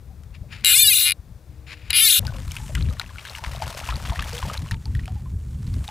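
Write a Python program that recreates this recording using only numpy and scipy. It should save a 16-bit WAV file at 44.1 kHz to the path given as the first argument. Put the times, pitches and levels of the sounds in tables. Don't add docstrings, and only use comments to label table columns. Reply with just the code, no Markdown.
import sys
import numpy as np
from scipy import signal
from scipy.fft import rfft, irfft
from scipy.io import wavfile

SR = 44100
rng = np.random.default_rng(int(sys.argv[2]) if len(sys.argv) > 2 else 0)


def materialize(psi):
    bounded = np.clip(np.atleast_2d(psi).T, -1, 1)
    quanta = np.round(bounded * 32767).astype(np.int16)
    wavfile.write(sys.argv[1], SR, quanta)


def magnitude_from_level(level_db):
    exponent = np.asarray(level_db, float) / 20
    return 10 ** exponent


N = 260487
CUT_S = 2.1932


def rms_one(x):
    return x / np.sqrt(np.mean(x ** 2) + 1e-20)


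def in_time(rows, outside_db=-120):
    s, *columns = np.transpose(rows)
    t = np.arange(N) / SR
    return [np.interp(t, s, c, left=outside_db, right=outside_db) for c in columns]


def coloured(spectrum):
    hz, level_db = np.transpose(spectrum)
    log_hz = np.log(np.fft.rfftfreq(N, 1 / SR) + 1)
    gain = magnitude_from_level(np.interp(log_hz, np.log(hz), level_db))
    return rms_one(irfft(rfft(rng.standard_normal(N)) * gain, N))


def drift(rate, size):
    r = np.exp(-2 * np.pi * rate)
    white = rng.standard_normal((size[0], size[1] + 400))
    slow = signal.lfilter([1], [1, -2 * r, r * r], white)[:, 400:]
    return slow / slow.std(axis=1, keepdims=True)


def add(out, s, sound):
    i = int(s * SR)
    out[i:i + len(sound)] += sound[:max(N - i, 0)]


def band(x, low_hz, high_hz):
    return signal.sosfilt(signal.butter(2, [low_hz, high_hz], "band", fs=SR, output="sos"), x)


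def wind():
    # time_s, level_db
    gusts = [(0.0, -39.5), (0.34, -43.5), (0.38, -35.5), (0.79, -43), (0.85, -38.5), (1.08, -46),
             (1.2, -41), (1.23, -46.5), (1.3, -37), (1.46, -53), (1.49, -38.5), (1.82, -45.5), (1.87, -37),
             (2.02, -45.5), (2.1, -37), (2.15, -66), (2.2, -24), (2.23, -28.5), (2.48, -28.5), (2.55, -35),
             (2.74, -29.5), (2.79, -20), (2.84, -19), (2.91, -28), (3.02, -40.5), (3.06, -30), (3.11, -41),
             (3.45, -43.5), (3.48, -30.5), (3.63, -34.5), (3.65, -27.5), (3.73, -40), (3.96, -27),
             (3.99, -37.5), (4.11, -21.5), (4.16, -40.5), (4.19, -23.5), (4.27, -35), (4.42, -34),
             (4.45, -20), (4.55, -38.5), (4.62, -23.5), (4.7, -38), (4.72, -25), (4.76, -21), (4.83, -39.5),
             (4.86, -27), (5.03, -25), (5.06, -35), (5.14, -29), (5.24, -34.5), (5.34, -23), (5.37, -32.5),
             (5.73, -23.5), (5.77, -20), (5.9, -40)]
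    # pitch_hz, density_db (per Hz)
    rumble = [(12, -42.5), (20, -23), (44, -3), (70, 4.5), (138, -6), (356, -31.5), (416, -37.5),
              (450, -34.5), (580, -76), (990, -120)]
    lumps = magnitude_from_level(2.0 * drift(.0005, (1, N))[0])
    return magnitude_from_level(in_time(gusts, outside_db=-36)[0]) * rms_one(lumps * coloured(rumble))


def microphone_hiss():
    # pitch_hz, density_db (per Hz)
    hiss = [(210, -40), (350, -5.5), (498, -6.5), (2420, -20), (3080, -24.5), (3340, -20.5), (13900, -27),
            (16000, -21.5)]
    return magnitude_from_level(-59) * coloured(hiss)


def far_motor():
    # pitch_hz, level_db
    hums = [(310, -62), (470, -65), (620, -69.5)]
    out, t = np.zeros(N), np.arange(N) / SR
    swell = np.interp(t, [1.2, 1.55, CUT_S, CUT_S + .001], [0.0, 1, 0.83, 0], left=.4)
    for hz, level_db in hums:
        hum = band(rng.standard_normal(N), hz - 9.0, hz + 8.3)
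        out += magnitude_from_level(level_db) * swell * rms_one(hum)
    return out


def gurgles():
    # start_s, length_s, start_hz, end_hz, level_db
    long_bubbles = [(.1, .05, 767, 1000, -56), (.435, 0.031, 610, 350, -49),
                    (2.277, 0.039, 1506, 1350, -40), (2.34, 0.13, 521, 850, -42.5),
                    (2.545, .055, 930, 1300, -45), (2.6, 0.09, 862, 800, -44.5),
                    (2.696, 0.041, 564, 1100, -41.5), (2.915, 0.046, 720, 750, -49),
                    (3.01, 0.02, 920, 1050, -42), (3.105, 0.025, 1060, 1300, -47),
                    (3.39, 0.044, 910, 800, -43), (3.51, 0.034, 555, 540, -40),
                    (3.6, 0.049, 666, 750, -34.5), (3.62, 0.014, 810, 2000, -29),
                    (4.12, 0.047, 705, 1200, -31), (4.265, 0.037, 1014, 2200, -38),
                    (4.33, 0.082, 478, 560, -35), (4.545, 0.043, 880, 1600, -39),
                    (4.715, 0.071, 926, 800, -40), (4.86, 0.022, 895, 850, -43),
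                    (5.08, 0.048, 755, 800, -40), (5.16, 0.053, 820, 1700, -50),
                    (5.26, 0.026, 1070, 1000, -45), (5.885, 0.025, 847, 900, -37.5)]
    out, waver = np.zeros(N), drift(0.0012, (30, 5000))
    for k, (s, length_s, start_hz, end_hz, level_db) in enumerate(long_bubbles):
        u = np.linspace(0, 1, min(int(length_s * SR), 5000))
        glide = (end_hz / start_hz) ** (u ** 11.0)
        hz = start_hz * glide * (1 + 0.027 * waver[k, :len(u)])
        swell = np.minimum(25 * u, 1) * (1 - u) ** 1.35
        swell = swell * magnitude_from_level(3.8 * waver[-1 - k, :len(u)])
        add(out, s, magnitude_from_level(level_db) * swell * np.sin(2 * np.pi * np.cumsum(hz) / SR))
    return out


def line_ticks():
    # start_s, peak_db
    flicks = [
        (0.235, -40),
        (.307, -54),
        (0.609, -43),
    ]
    out, t = np.zeros(N), np.arange(400) / SR
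    for s, peak_db in flicks:
        burst = band(rng.standard_normal(400), 900, 7000)
        add(out, s, magnitude_from_level(peak_db) * burst * magnitude_from_level(-60 * t / .012))
    return out


def line_rub():
    # time_s, level_db
    strokes = [
        [(0.32, -84), (0.35, -45), (0.385, -74)],
        [(0.485, -67), (0.527, -39.5), (0.633, -57.5), (0.643, -29)],
        [(1.5, -71), (1.66, -70), (1.672, -45), (1.736, -39), (1.758, -57.5), (1.78, -51)],
        [(1.781, -56), (1.895, -49.5), (1.903, -27.5), (1.928, -44.5)],
    ]
    # pitch_hz, width_hz, level_db
    resonances = [(1300, 2100, -2), (2500, 670, 6.5), (3837, 700, -4), (4970, 880, -5), (7000, 270, -10),
                  (9600, 3000, -19.5)]
    grit = rng.standard_normal(N) * magnitude_from_level(2.1 * drift(0.0037, (1, N))[0])
    out = 0
    for k, (hz, width_hz, level_db) in enumerate(resonances):
        r = np.exp(-np.pi * width_hz / SR)
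        zeros = [(1 - r * r) / 2, 0, (r * r - 1) / 2]
        poles = [1, -2 * r * np.cos(2 * np.pi * hz / SR), r * r]
        out = out + (-1) ** k * magnitude_from_level(level_db) * signal.lfilter(zeros, poles, grit)
    return rms_one(out) * sum(magnitude_from_level(in_time(stroke)[0]) for stroke in strokes)


def tooth_times(pull):
    s, rate_hz = np.transpose(pull)
    fine = np.arange(s[0], s[-1], 1 / SR)
    teeth = np.cumsum(np.interp(fine, s, rate_hz)) / SR
    whole = np.linspace(0, teeth[-1], round(teeth[-1]) + 1)
    times = np.interp(whole, teeth, fine)
    return times, np.interp(times, s, rate_hz)


def pawl(times, rate_hz, ring_db, chatter_db):
    # pitch_hz, level_db, t60_s
    frame = [(1594, -18.5, 0.024), (2393, -3.5, .012), (2854, -1.5, 0.012), (3205, -7.5, 0.0089),
             (3650, -3.5, 0.018), (3918, -8.5, 0.034), (4250, -11, 0.03), (4745, -11, 0.0174)]
    # pitch_hz, level_db, t60_s
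    spool = [(6890, -20, 0.011), (7950, -5, 0.022), (8900, -25, 0.0076), (9580, -11, 0.025),
             (10160, -7.5, 0.011), (10770, 4.5, 0.014), (11260, -10.5, .012), (11950, -1.5, 0.025),
             (12600, -5.5, 0.023), (13800, -7.5, 0.0099), (14900, -4, 0.012)]
    # pitch_hz, density_db (per Hz)
    crack = [(710, -68), (1200, -55), (2400, -8.5), (3290, -8.5), (3660, 3.5), (5590, -10.5), (11300, -5),
             (16000, -30)]
    crack_hz, crack_db = np.transpose(crack)
    snap_hz = np.geomspace(2000, 15800, 40) * magnitude_from_level(rng.normal(0, 0.1, 40))
    snap_db = np.interp(np.log(snap_hz), np.log(crack_hz), crack_db) - 6.0
    snap_db = snap_db + 10 * np.log10(snap_hz / 4000)
    snap = np.stack([snap_hz, snap_db, np.full(40, .012)], axis=1)
    hz, level_db, t60 = np.concatenate([frame, spool, snap]).T[:, :, None]

    shape = len(hz), 320
    wander_db = 4.0 * drift(.03, shape) + 1.2 * rng.standard_normal(shape)
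    phase = rng.uniform(0, 2 * np.pi, (len(hz), 1))
    phase = phase + 1.1 * drift(.012, shape) + .16 * rng.standard_normal(shape)
    late_s = 5e-6 * rng.standard_normal(320)
    out, bright = np.zeros(N), hz[:, 0] > 5200
    for k, s in enumerate(times):
        s += late_s[k]
        t = np.maximum(np.arange(700) / SR - s * SR % 1 / SR, 0)
        decay = magnitude_from_level(level_db + wander_db[:, [k]] - 60 * t / t60)
        modes = decay * np.sin(2 * np.pi * hz * t + phase[:, [k]])
        ring = modes[~bright].sum(0) * (1 - np.exp(-t / 0.00029))
        ring[125:] += .8 * ring[:-125]
        seated = magnitude_from_level(-12.0 / (1 + np.exp((.0027 - t) / 0.0005)))
        chatter = modes[bright].sum(0) * (1 - np.exp(-t / .0006)) * seated
        click = rms_one(ring) + magnitude_from_level(chatter_db[k]) * rms_one(chatter)
        crowding = np.sqrt(SR / 700 / rate_hz[k])
        add(out, s, magnitude_from_level(ring_db[k]) * click * crowding)

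    t = np.arange(2500) / SR
    scatter = rng.standard_normal(2500) * magnitude_from_level(-60 * t / 0.022) * (t > .001)
    scatter = scatter / np.linalg.norm(scatter)
    out = out + magnitude_from_level(-17.0) * signal.fftconvolve(out, scatter)[:N]
    return signal.sosfilt(signal.butter(4, 1300, "high", fs=SR, output="sos"), out)


def reel():
    # time_s, rate_hz (teeth per s); a click falls on the first and last row
    pulls = [
        [(.6465, 67.6), (.674, 195.8), (.7, 306), (.732, 469), (.75, 512.4), (.78, 579), (.806, 613),
         (.835, 593), (.868, 568.6), (.894, 547.5), (.95, 449), (.99, 335.4), (1.03, 260.3), (1.06, 187.2),
         (1.09, 118.7), (1.119, 72.2)],
        [(1.9302, 97.7), (1.96, 265), (1.984, 355.3), (2.01, 441), (2.04, 455.8), (2.065, 442), (2.092, 409),
         (2.128, 351.2), (2.1913, 231.6)],
    ]
    # time_s, ring_db (frame), chatter_db (relative to ring)
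    pull_levels = [
        [(0.655, -19, -1.5), (0.661, -16.5, -1), (0.789, -19.5, 5.5), (0.857, -19, 3.5), (1.047, -22.5, 3),
         (1.063, -18.5, -2), (1.115, -23.5, -1)],
        [(1.935, -21.5, -9), (1.963, -18.5, 2), (2.107, -17.5, 1), (2.169, -21, 3), (2.188, -21, 0)],
    ]
    # start_s, ring_db, chatter_db (relative to ring)
    lone_click = (1.9045, -22.5, -2.5)
    lone_s, lone_ring_db, lone_chatter_db = lone_click
    rows = [[[lone_s], [100.0], [lone_ring_db], [lone_chatter_db]]]
    for pull, levels in zip(pulls, pull_levels):
        times, rate_hz = tooth_times(pull)
        s, ring_db, chatter_db = np.transpose(levels)
        rows.append([times, rate_hz, np.interp(times, s, ring_db), np.interp(times, s, chatter_db)])
    clicks = np.concatenate(rows, axis=1)[:, :320]
    return pawl(*clicks) * (np.arange(N) < CUT_S * SR)


def bubble(hz, t60, rise, attack=0.00027):
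    t = np.arange(int(min(max(t60, .002), .2) * SR)) / SR
    phase = 2 * np.pi * np.cumsum(hz * 2 ** (rise * t)) / SR
    return np.sin(phase) * magnitude_from_level(-60 * t / t60) * (1 - np.exp(-t / attack))


def stirred_water():
    # time_s, bubble_db, spray_db, fizz_db
    stir = [(2.2, -47, -58, -66), (2.35, -50, -54, -55.5), (2.65, -72, -55, -43.5), (2.89, -50.5, -60, -52),
            (3.01, -53.5, -55, -71), (3.12, -60.5, -59.5, -57), (3.3, -51, -53.5, -57),
            (3.42, -47, -52, -77), (3.76, -40, -46, -58.5), (4.19, -47.5, -50, -56.5),
            (4.34, -42, -44, -61), (4.55, -46, -51, -64), (4.68, -56.5, -56, -54), (4.79, -66, -64.5, -58),
            (5.13, -69.5, -65, -62), (5.35, -70, -72.5, -59), (5.63, -79, -62, -57),
            (5.82, -53.5, -58, -49), (5.9, -58, -54, -50)]
    # pitch_hz, density_db (per Hz)
    spray_colour = [(290, -32.5), (500, -28), (649, -10), (906, 6), (2730, 3), (5710, -0.5), (8700, -4.5),
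                    (15100, -12), (16000, -15)]
    # pitch_hz, density_db (per Hz)
    fizz_colour = [(3500, -28), (5500, -6.5), (7500, 1.5), (9500, -2), (12500, -10.5), (16000, -24.5)]
    bubble_db, spray_db, fizz_db = in_time(stir)
    small = np.zeros(N)
    for when, pitch, size, life in rng.random((1600, 4)):
        s = CUT_S + when * (N / SR - CUT_S - .01)
        hz = 520 * 2 ** (3.0 * pitch)
        gain = magnitude_from_level(-3.5 * np.log(size + 0.011)) * (600 / hz) ** 0.12
        add(small, s, gain * bubble(hz, (6 + 20 * life ** 2) / hz, 8.4))
    small = small / small[int(CUT_S * SR):].std()
    crackle = magnitude_from_level(4.2 * drift(0.0033, (1, N))[0] + 2.52 * drift(0.00033, (1, N))[0])
    spray = magnitude_from_level(spray_db + 6.5) * rms_one(crackle * coloured(spray_colour))
    fizz = magnitude_from_level(fizz_db - 7.5) * coloured(fizz_colour)
    return magnitude_from_level(bubble_db) * small + spray + fizz


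def plops():
    # start_s, peak_db, bubble_hz, tail_db (relative), snap_db (relative)
    plop_list = [(2.229, -39, 500, -23, -20), (2.251, -32, 840, -28, 5.5), (2.279, -32, 1525, -10, 1),
                 (2.337, -42, 546, -10, -7), (2.518, -26.5, 2290, -17, 6.5), (2.554, -39.5, 1320, -14, 14),
                 (2.566, -19.5, 2500, -13.5, -4.5), (2.6, -42, 854, -17, -13), (2.695, -32, 595, -12, -18),
                 (2.751, -19, 1990, -4.5, 3.5), (2.802, -41, 410, 4, -5), (2.862, -39, 403, -5, -17),
                 (2.898, -40, 480, -24, -3), (2.968, -38, 1820, -12, -9), (2.997, -19.5, 1410, -7, -8),
                 (3.093, -36, 1630, -7, -12), (3.158, -31, 1410, -21, -5), (3.184, -25, 2230, -10, -19),
                 (3.252, -27, 1600, -3, -1.5), (3.349, -28, 2150, -15, -18), (3.39, -37, 910, -19, -9),
                 (3.439, -25.5, 960, -3, -5), (3.621, -17, 840, -10, -25), (3.712, -34, 632, -23, -15),
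                 (3.763, -46, 604, -6, -2), (3.889, -19, 982, -7.5, -27), (3.924, -21, 1270, -15, -18),
                 (4.052, -31, 1060, -5, -10), (4.096, -28, 1080, -4, -4), (4.122, -23.5, 890, -14, -8),
                 (4.159, -23, 1800, -14, -15), (4.191, -21, 1160, -8.5, -14), (4.224, -21, 1690, -11, -2),
                 (4.33, -39, 530, -12, -7), (4.427, -20.5, 1000, -13, -19), (4.451, -28, 860, -13, -15),
                 (4.499, -19.5, 1220, -21.5, -23), (4.546, -31, 1580, -3, -5), (4.661, -35, 1040, -13, -11),
                 (4.711, -19, 1800, -9.5, -0.5), (4.856, -47, 810, -12, 3), (4.951, -25.5, 1840, -17, -5.5),
                 (4.993, -29, 1900, -16, -16), (5.036, -38, 2400, -20, -14), (5.057, -36.5, 2530, -11, 7),
                 (5.078, -34, 710, -13, -4), (5.159, -46, 824, -9, -20), (5.258, -43, 1040, -14, -17),
                 (5.763, -45, 590, -12.5, -6), (5.889, -31.5, 870, -4, -8)]
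    # start_s, peak_db, pitch_hz
    drop_list = [(2.254, -33, 2710), (2.2683, -16.5, 4760), (2.344, -36, 2720), (2.367, -36, 2880),
                 (2.511, -26.5, 3000), (2.57, -24, 2900), (2.7541, -18.5, 2900), (2.8248, -23, 4000),
                 (2.855, -35, 2700), (2.8995, -32, 3830), (2.997, -12.5, 3900), (3.0622, -33.5, 2620),
                 (3.0923, -41, 3250), (3.1711, -43, 3120), (3.1833, -31.5, 2600), (3.2513, -28, 2860),
                 (3.2786, -27, 3700), (3.2973, -23, 4160), (3.3514, -21.5, 2780), (3.391, -37, 4970),
                 (3.42, -50, 2700), (3.4456, -36, 3780), (3.5474, -33, 2930), (3.5615, -27.5, 3680),
                 (3.6229, -21.5, 4510), (3.659, -30, 2720), (3.7264, -38, 3910), (3.7488, -29, 5170),
                 (3.8017, -25.5, 2630), (3.841, -30, 2960), (3.8626, -27, 2750), (3.889, -20.5, 2540),
                 (3.941, -26, 3770), (3.9579, -20, 4400), (3.9967, -46, 2550), (4.074, -29, 3180),
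                 (4.099, -28, 3500), (4.132, -29, 4230), (4.1932, -22, 2540), (4.2187, -26.5, 2750),
                 (4.2418, -26, 3220), (4.331, -21.5, 4740), (4.38, -20.5, 3250), (4.3983, -41, 4330),
                 (4.4978, -29, 2880), (4.5196, -38, 2850), (4.5764, -17.5, 3960), (4.6873, -31, 2860),
                 (4.7156, -22.5, 4060), (4.856, -24, 4500), (4.9505, -37, 3240), (5.0374, -42, 2500),
                 (5.057, -40, 2500), (5.6697, -35, 4200), (5.7395, -34, 4530), (5.879, -21.5, 3650)]
    out, t = np.zeros(N), np.arange(2600) / SR
    white = rng.standard_normal((80, 2600))
    snaps = band(white, 1300, 11000) * magnitude_from_level(-60 * t / 0.011)
    tails = band(white[::-1], 1000, 3600) * magnitude_from_level(-60 * t / 0.11)
    tails = tails * magnitude_from_level(7.3 * drift(.004, white.shape))
    swarm = rng.random((80, 7, 3))
    for k, (s, peak_db, hz, tail_db, snap_db) in enumerate(plop_list):
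        add(out, s, magnitude_from_level(peak_db - 0.5) * bubble(hz, 35.4 / hz, 7.0))
        add(out, s, magnitude_from_level(peak_db + snap_db - 4.0) * snaps[k])
        add(out, s, magnitude_from_level(peak_db + tail_db - 0.5) * tails[k])
        for when, pitch, size in swarm[k]:
            small_hz = hz * 2 ** (1.8 * pitch - .6)
            small_db = peak_db + tail_db - 3.7 * size - 12.5 * when
            add(out, s + 0.059 * when, magnitude_from_level(small_db) * bubble(small_hz, 24.0 / small_hz, 18.0))
    for k, (s, peak_db, hz) in enumerate(drop_list):
        add(out, s, magnitude_from_level(peak_db + 1.5) * bubble(hz, 24.0 / hz, 17.0, attack=0.000086))
        add(out, s, magnitude_from_level(peak_db - 13.0) * snaps[-1 - k])
    return out


def scene():
    # time_s, balance_db (left minus right)
    pan = [(0.0, 7.5), (0.95, 5.5), (1.36, 7), (2.35, 5), (2.51, 3), (3.12, 5.0), (3.45, 4), (5.64, 0),
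           (5.9, 1.5)]
    air = wind() + microphone_hiss() + far_motor()
    tackle = line_ticks() + line_rub() + reel()
    water = gurgles() + stirred_water() + plops()
    mono = air + tackle + water
    s, balance_db = np.transpose(pan)
    half = magnitude_from_level(np.interp(np.arange(N) / SR, s, balance_db) / 2)
    left, right = half, 1 / half
    return 2 * mono * np.array([left, right]) / (left + right)


def low_pass(x):
    return signal.sosfilt(signal.butter(12, 16810, fs=SR, output="sos"), x)


def record(dry):
    cutoff_hz = 15900
    shelf = signal.cheby2(10, 30, cutoff_hz, fs=SR, output="sos")
    wall = signal.cheby2(12, 60, cutoff_hz + 1100, fs=SR, output="sos")
    clipped = np.clip(dry, -1, 1)
    mix = signal.sosfilt(np.vstack([shelf, wall]), clipped)
    return low_pass(mix)


dry = scene()
out = record(dry)
materialize(out)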